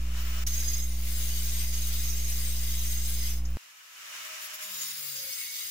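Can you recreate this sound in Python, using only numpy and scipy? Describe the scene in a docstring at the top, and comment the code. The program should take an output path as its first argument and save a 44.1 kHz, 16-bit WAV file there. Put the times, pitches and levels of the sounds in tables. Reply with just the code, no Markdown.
"""An angle grinder cuts a concrete block wall across a yard: the loaded disc slows, rings and sprays grit. It
squeals where it binds in the slot, and the tool shakes as it is pressed in. The disc lifts out, spins up in a
rush of fan air and motor whine, grazes the wall three times and bites again. A bed of mains hum lies under the
first part and stops with a click."""
import sys
import numpy as np
from scipy import signal
from scipy.fft import rfft, irfft, next_fast_len
from scipy.io import wavfile
from scipy.ndimage import uniform_filter1d, map_coordinates

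SR = 44100
rng = np.random.default_rng(int(sys.argv[2]) if len(sys.argv) > 2 else 0)


def materialize(psi):
    """Save the field psi as 16-bit PCM at rate SR to the path in sys.argv[1].

    A 1-D psi becomes a single channel; in a 2-D psi each row is a channel.
    """
    bounded = np.clip(np.atleast_2d(psi).T, -1, 1)
    quanta = np.round(bounded * 32767).astype(np.int16)
    wavfile.write(sys.argv[1], SR, quanta)


N = 251674
T = np.arange(N) / SR

# The motor races when free and sags under load: (time [s], disc speed [turns/s])
DISC_SPEED = [(0, 186), (.44, 196), (.47, 118), (.8, 118), (.95, 128.4), (2.2, 110), (2.8, 119),
              (3.25, 101), (3.42, 131), (3.58, 160), (3.78, 175), (4.05, 186), (4.3, 194), (4.7, 195),
              (5, 152), (5.2, 131), (5.45, 120)]
# The disc is pushed into the wall:
# (start [s], attack [s], let go [s], release [s], low-mode drive [dB], grit spray [dB])
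WALL_CUTS = [(.462, 0.015, 0.73, 0.16, -43, -45), (.6, 0.59, 3.292, 0.13, -44, -42.5),
             (4.62, 0.11, 5.8, .1, -46.2, -43.1)]
# The rim knocks, grazes or meets a hard stone:
# (peak time [s], half-width [s], low-mode drive [dB], grit spray [dB])
RIM_TOUCHES = [(0.471, .006, -34, -44.5), (2.047, 0.017, -54, -60), (3.456, .003, -42.5, -60),
               (4.436, .025, -46, -45.5), (4.547, 0.011, -45, -44), (4.632, 0.021, -46.5, -45.5),
               (4.82, 0.018, -43, -53), (4.898, 0.017, -58, -49)]
# Modes of the steel disc:
# (pitch [Hz], width with waver [Hz], level [dB], left-right [dB], pitch shift [Hz per turn/s])
DISC_MODES = [(2046, 150, -8, 0, 0), (2873, 90, -16, 4.5, -2.5), (3360, 130, -11, 3, 0),
              (3843, 150, -13, 17.5, -1), (4570, 180, -12, 10.5, 1), (5064, 69, -5, -4.5, 0),
              (5845, 72, -10, -19, -3), (6528, 142, 1.5, -3.5, 4), (7597, 130, -7.5, 11.5, -3),
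              (8550, 46, -7, 13.5, 3.5), (9830, 160, -9, 9.5, -5.5), (11030, 87, -5, 13.5, 4),
              (11980, 390, -4, 1, 2.5), (12560, 78, -7.5, 7, -0.5), (14130, 100, -4, 7, -4),
              (14800, 310, -4.5, 8, 3), (15440, 200, -5, 12, 4)]
# Colour of the flying grit: (frequency [Hz], relative level [dB], left-right [dB])
GRIT_SPECTRUM = [(60, -34, 0), (196.16, -15.5, 3), (795, -23, 6), (1340, -10.5, 3.5), (2300, -4.5, -1.5),
                 (3600, -2, -1), (4100, -4, 5.5), (5050, 0, -3.5), (5520, -10.5, -16), (7000, -5, -4),
                 (8200, -9, 11), (9400, -12.5, 9), (10550, -5, -4), (11700, -2, 1), (13100, -10.5, 5.5),
                 (14400, -2, 13), (15500, -10.5, 1)]
# The disc binds in the slot: (start [s], end [s], pitch [Hz], level [dB], left-right [dB])
DISC_SQUEALS = [(0.456, 0.868, 6476, -41.5, -12), (.58, .79, 4980, -46.5, 2), (1.27, 1.442, 4570, -49.5, 5),
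                (1.3, 1.417, 3020, -49.5, 1), (3.02, 3.348, 6420, -47, -10), (2.95, 3.425, 5100, -51, -3),
                (4.38, 4.9, 7450, -61, 12), (4.62, 5, 9700, -54, 10), (4.68, 4.95, 5150, -52.5, -5),
                (4.749, 5.8, 4490, -51, 3), (4.92, 5.6, 5020, -49.5, -5), (5.198, 5.661, 2204, -52.5, 1)]
# The disc spins clear of the slot:
# (start [s], attack [s], back in [s], release [s], air boost [dB], whine boost [dB])
FREE_SPINS = [(-.03, 0.24, 0.48, 0.023, 8.8, 13), (3.88, .27, 4.36, 0.9, 10, 1)]
# Colour of the fan air: (frequency [Hz], relative level [dB], left-right [dB])
FAN_SPECTRUM = [(68, -27, 5), (172, -22.5, -2), (430, -21.5, -1), (670, -14, 1), (874, -12, 3),
                (1013, -5, 0), (1960, -1.8, 2.5), (2830, -1, -4), (3650, -7, 8), (5500, -6.5, -10.5),
                (6900, -4.5, 1), (7840, -13.5, 14.5), (10000, -14, 5.5), (10800, -10.5, 5),
                (13000, -14.5, 6), (15200, -14, 5.5)]
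# Housing resonances blown by the fan: (pitch [Hz], width [Hz], level against the air [dB])
HOUSING_MODES = [(1296, 40, -17), (1690, 90, -21.5), (2974, 40, -14.5)]
# Partials of the buzz: (harmonic [multiple of mains frequency], relative level [dB])
MAINS_HARMONICS = [(1, 3.5), (2, -28.5), (3, -15), (4, -34), (5, -26), (6, -52), (7, -38.5), (8, -53),
                   (9, -41.5), (10, -48), (11, -41), (12, -48.5), (13, -40.5)]
# Colour of the rumble on the line: (frequency [Hz], relative level [dB])
LINE_RUMBLE_SPECTRUM = [(8, -23), (20, -4), (45, -2), (100, -8.5), (200, -16.5), (400, -20), (1000, -24),
                        (4000, -33.5)]

FREE_SPEED, CUT_SPEED = 198, 120  # disc turns/s with no load and in a steady cut
MAINS_HZ, HUM_OFF_S = 59.98, 3.5705


def cutting(speed, firm_spray_db=-38.5):
    """Grains of concrete hiss away and keep the steel disc ringing."""
    low, spray = rim_contact()
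    load = np.clip((FREE_SPEED - speed) / (FREE_SPEED - CUT_SPEED), 0, 1)
    # the rim chatters in the slot and rubs a little harder once a turn
    chatter = amp(0.58 * wobble(55) + 0.41 * wobble(700)) * (1 + 0.028 * np.sin(angle(speed)))
    # uneven stone tugs at the speed, which bends all modes together
    tug = speed - CUT_SPEED + 3 * wobble(7)
    ring = np.zeros((2, N))
    for hz, width, db, pan_db, shift in DISC_MODES:
        spray_share = np.interp(hz, [6600, 8400], [0, 1]) if hz > 4700 else .6
        drive = low ** (1 - spray_share) * spray ** spray_share * amp(2.1 * wobble(12))
        # waves running with the spin rise in pitch, those running against it fall
        pitch = hz + shift * tug
        # deep in the slot the modes waver, which makes up half of their width
        waver = (.4 + .6 * load) * (20 * wobble(6) + 20 * wobble(45))
        ring += amp(db) * sides(pan_db) * drive * ringing(pitch + waver, width / 2)
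    # a light graze mostly rings; a deep cut throws grit
    grit_gain = low ** 0.32 * spray ** 0.62 * amp(-3 * (1.5 - load))
    grit = grit_gain * stone_patches(rush(GRIT_SPECTRUM), depth_db=1.98)
    depth = np.minimum(spray / amp(firm_spray_db), 1) ** 0.26
    return chatter * (amp(-4) * ring + amp(3) * depth * grit)


def rim_contact(surge_db=0.9, surge_hz=12):
    """How hard the rim shakes the disc and how much grit it throws; both surge with the uneven stone."""
    force = sum(amp([[low_db], [spray_db]]) * envelope(*timing)
                for *timing, low_db, spray_db in WALL_CUTS)
    force *= amp(surge_db * np.array([wobble(surge_hz), wobble(surge_hz)]))
    for peak, half_width, low_db, spray_db in RIM_TOUCHES:
        force += amp([[low_db], [spray_db]]) * np.exp(-.5 * ((T - peak) / half_width) ** 2)
    return force


def stone_patches(grit, depth_db, bins=5, frames=12):
    """Pebbles and soft mortar pass the rim: short patches of the spectrum swell and fade."""
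    spectrum = signal.stft(grit, nperseg=512)[2]
    patches = uniform_filter1d(rng.standard_normal(spectrum.shape[1:]), bins, axis=0)
    patches = unit(uniform_filter1d(patches, frames, axis=1))
    return unit(signal.istft(spectrum * amp(depth_db * patches), nperseg=512)[1][:, :N])


def squeals():
    """Stick and slip keep one mode of the disc singing for a moment."""
    out = np.zeros((2, N))
    for start, end, hz, db, pan_db in DISC_SQUEALS:
        progress = np.clip((T - start) / (end - start), 0, 1)
        swell = np.sqrt(np.abs(np.sin(np.pi * progress)))
        out += amp(db) * sides(pan_db) * swell * ringing(hz + 14 * wobble(14), 25, skirt_hz=150)
    return out


def motor(speed, gear_ratio=3.23, commutator_bars=24):
    """Fan rush, commutator whine and rotor note grow with speed; rush and whine lift out of the slot."""
    air_boost_db, whine_boost_db = sum(np.array([[air], [whine]]) * envelope(*timing)
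                                       for *timing, air, whine in FREE_SPINS)
    octaves_up = np.log2(speed / CUT_SPEED)
    air_db = -56 + 8 * octaves_up + air_boost_db
    whine_db = -72 + 4 * octaves_up + whine_boost_db
    rotor_db = -62.5 - 1.5 * (speed.max() - speed)  # only comes through near top speed
    rotor_hz = gear_ratio * speed * (1 + 0.001 * wobble(36))
    housing = sum(amp(db) * ringing(hz + 12 * wobble(8), width, skirt_hz=119)
                  for hz, width, db in HOUSING_MODES)
    air = amp(air_db + .7 * wobble(30)) * (rush(FAN_SPECTRUM) + housing)
    partials = whine_partial(commutator_bars * rotor_hz) + amp(3) * whine_partial(32 * rotor_hz)
    whine = amp(whine_db + 2.2 * wobble(11)) * sides(7) * partials
    rotor_note = amp(rotor_db) * ringing(rotor_hz, 8.3, skirt_hz=40)
    return air + whine + rotor_note


def whine_partial(hz, case_hz=15100, half_width_hz=450):
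    """One partial of the whine flares up as it glides through a resonance of the case."""
    flare = 0.36 + 2.3 / np.hypot(1, (hz - case_hz) / half_width_hz)
    return flare * ringing(hz, 60)


def shaking(speed, judder_speed=141, judder_range=12, flex_hz=538, rumble_hz=112):
    """Pressed on the wall, the tool rumbles; its once-a-turn shake and disc flex peak at one speed."""
    pressed = sum(envelope(*timing) for *timing, _, _ in WALL_CUTS)
    judder = 1 + amp(12) * np.exp(-((speed - judder_speed) / judder_range) ** 2)
    stereo_phase = np.array([[0], [1.1]])
    swing = (speed / FREE_SPEED) ** 2 * np.sqrt(2) * np.sin(angle(speed) + stereo_phase)
    unbalance = amp(-66.5 + 1.9 * wobble(7)) * swing
    flex_gain = amp(-74 + 3.9 * wobble(10)) * speed / CUT_SPEED
    flex = flex_gain * ringing(np.full(N, flex_hz), 22, skirt_hz=60)
    rumble = amp(-73) * ringing(np.full(N, rumble_hz), 45, skirt_hz=30)
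    return np.sqrt(pressed) * (judder * (unbalance + flex) + rumble)


def yard(x, reflections=14, wet=.5):
    """Ground, deck and walls send back weak early reflections, different on each side."""
    delay_s = rng.uniform(.003, .035, (2, reflections))
    strength = rng.standard_normal((2, reflections)) * amp(-250 * delay_s)
    echo = np.zeros((2, SR // 20))
    np.put_along_axis(echo, (delay_s * SR).astype(int), strength, axis=1)
    echo *= wet / np.linalg.norm(echo, axis=1, keepdims=True)
    return 0.93 * (x + signal.fftconvolve(x, echo, axes=1)[:, :N])


def mains_hum(buzz_db=-32, rumble_db=-53, offset=.031):
    """Mains buzz and rumble ride on a steady offset, so they stop with a click."""
    phase = 2 * np.pi * MAINS_HZ * (T - HUM_OFF_S) + 0.28
    buzz = unit(sum(amp(db) * np.sin(harmonic * phase) for harmonic, db in MAINS_HARMONICS))
    rumble = unit(filtered(rng.standard_normal(N), lambda hz: amp(eq_curve(LINE_RUMBLE_SPECTRUM, hz)[0])))
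    return (amp(buzz_db) * buzz + amp(rumble_db) * rumble + offset) * (T < HUM_OFF_S)


def ringing(hz, width_hz, skirt_hz=500):
    """A mode struck by countless tiny hits: a tone whose level and phase drift at random."""
    f = np.fft.fftfreq(next_fast_len(N), 1 / SR)
    strikes = rng.standard_normal((2, 2 * len(f)), np.float32).view(np.complex64)
    rolloff = (1 + 2j * f / width_hz) * (1 + 1j * f / skirt_hz)
    drift = np.fft.ifft((strikes / rolloff).astype(np.complex64))[:, :N]
    phase = angle(hz)
    return unit(drift.real * np.cos(phase) - drift.imag * np.sin(phase))


def rush(spectrum):
    """Noise scattered by the yard: unrelated and differently coloured on each side."""
    def colour(hz):
        db, pan_db = eq_curve(spectrum, hz)
        return amp(db) * sides(pan_db)
    return unit(filtered(rng.standard_normal((2, N)), colour))


def eq_curve(spectrum, hz):
    """Columns of a spectrum table, read on a log frequency axis."""
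    points_hz, *columns = np.transpose(spectrum)
    return [np.interp(np.log(hz + 1), np.log(points_hz), column) for column in columns]


def filtered(x, response):
    """Equalise x with a gain given as a function of frequency."""
    size = next_fast_len(N + 8192)
    return irfft(rfft(x, size) * response(np.fft.rfftfreq(size, 1 / SR)), size)[..., :N]


def envelope(start, attack, end, release):
    """Rise, hold and fall between 0 and 1."""
    return np.clip((T - start) / attack, 0, 1) * np.clip(1 - (T - end) / release, 0, 1)


def wobble(rate):
    """Smooth random modulation, rate new values a second."""
    return map_coordinates(rng.standard_normal(int(N * rate / SR) + 4), [T * rate])


def angle(hz):
    """Running phase of a gliding pitch."""
    return 2 * np.pi * np.cumsum(hz) / SR


def sides(db):
    """Pan gains that put the left side db above the right."""
    return amp(np.array([[.5], [-.5]]) * db)


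def amp(db):
    """Decibels to gain."""
    return 10 ** (np.asarray(db) / 20)


def unit(x):
    """Scale to rms 1."""
    return x / np.sqrt(np.mean(np.abs(x) ** 2) + 1e-20)


def scene(dip_start_s=.439, dip_end_s=.465):
    """The grinder in the yard, with the level dipping briefly just before the first bite, and the hum in the
    centre."""
    speed = np.interp(T, *np.transpose(DISC_SPEED))
    grinder = cutting(speed) + squeals() + motor(speed) + shaking(speed)
    in_dip = (T > dip_start_s) & (T < dip_end_s)
    dip_db = -20 * uniform_filter1d(in_dip.astype(float), size=180)
    return amp(dip_db) * yard(grinder) + mains_hum()


def record(dry, cutoff_hz=15780):
    """A brick-wall low-pass takes off the very top."""
    return filtered(dry, lambda hz: hz < cutoff_hz)


dry = scene()
out = record(dry)
materialize(out)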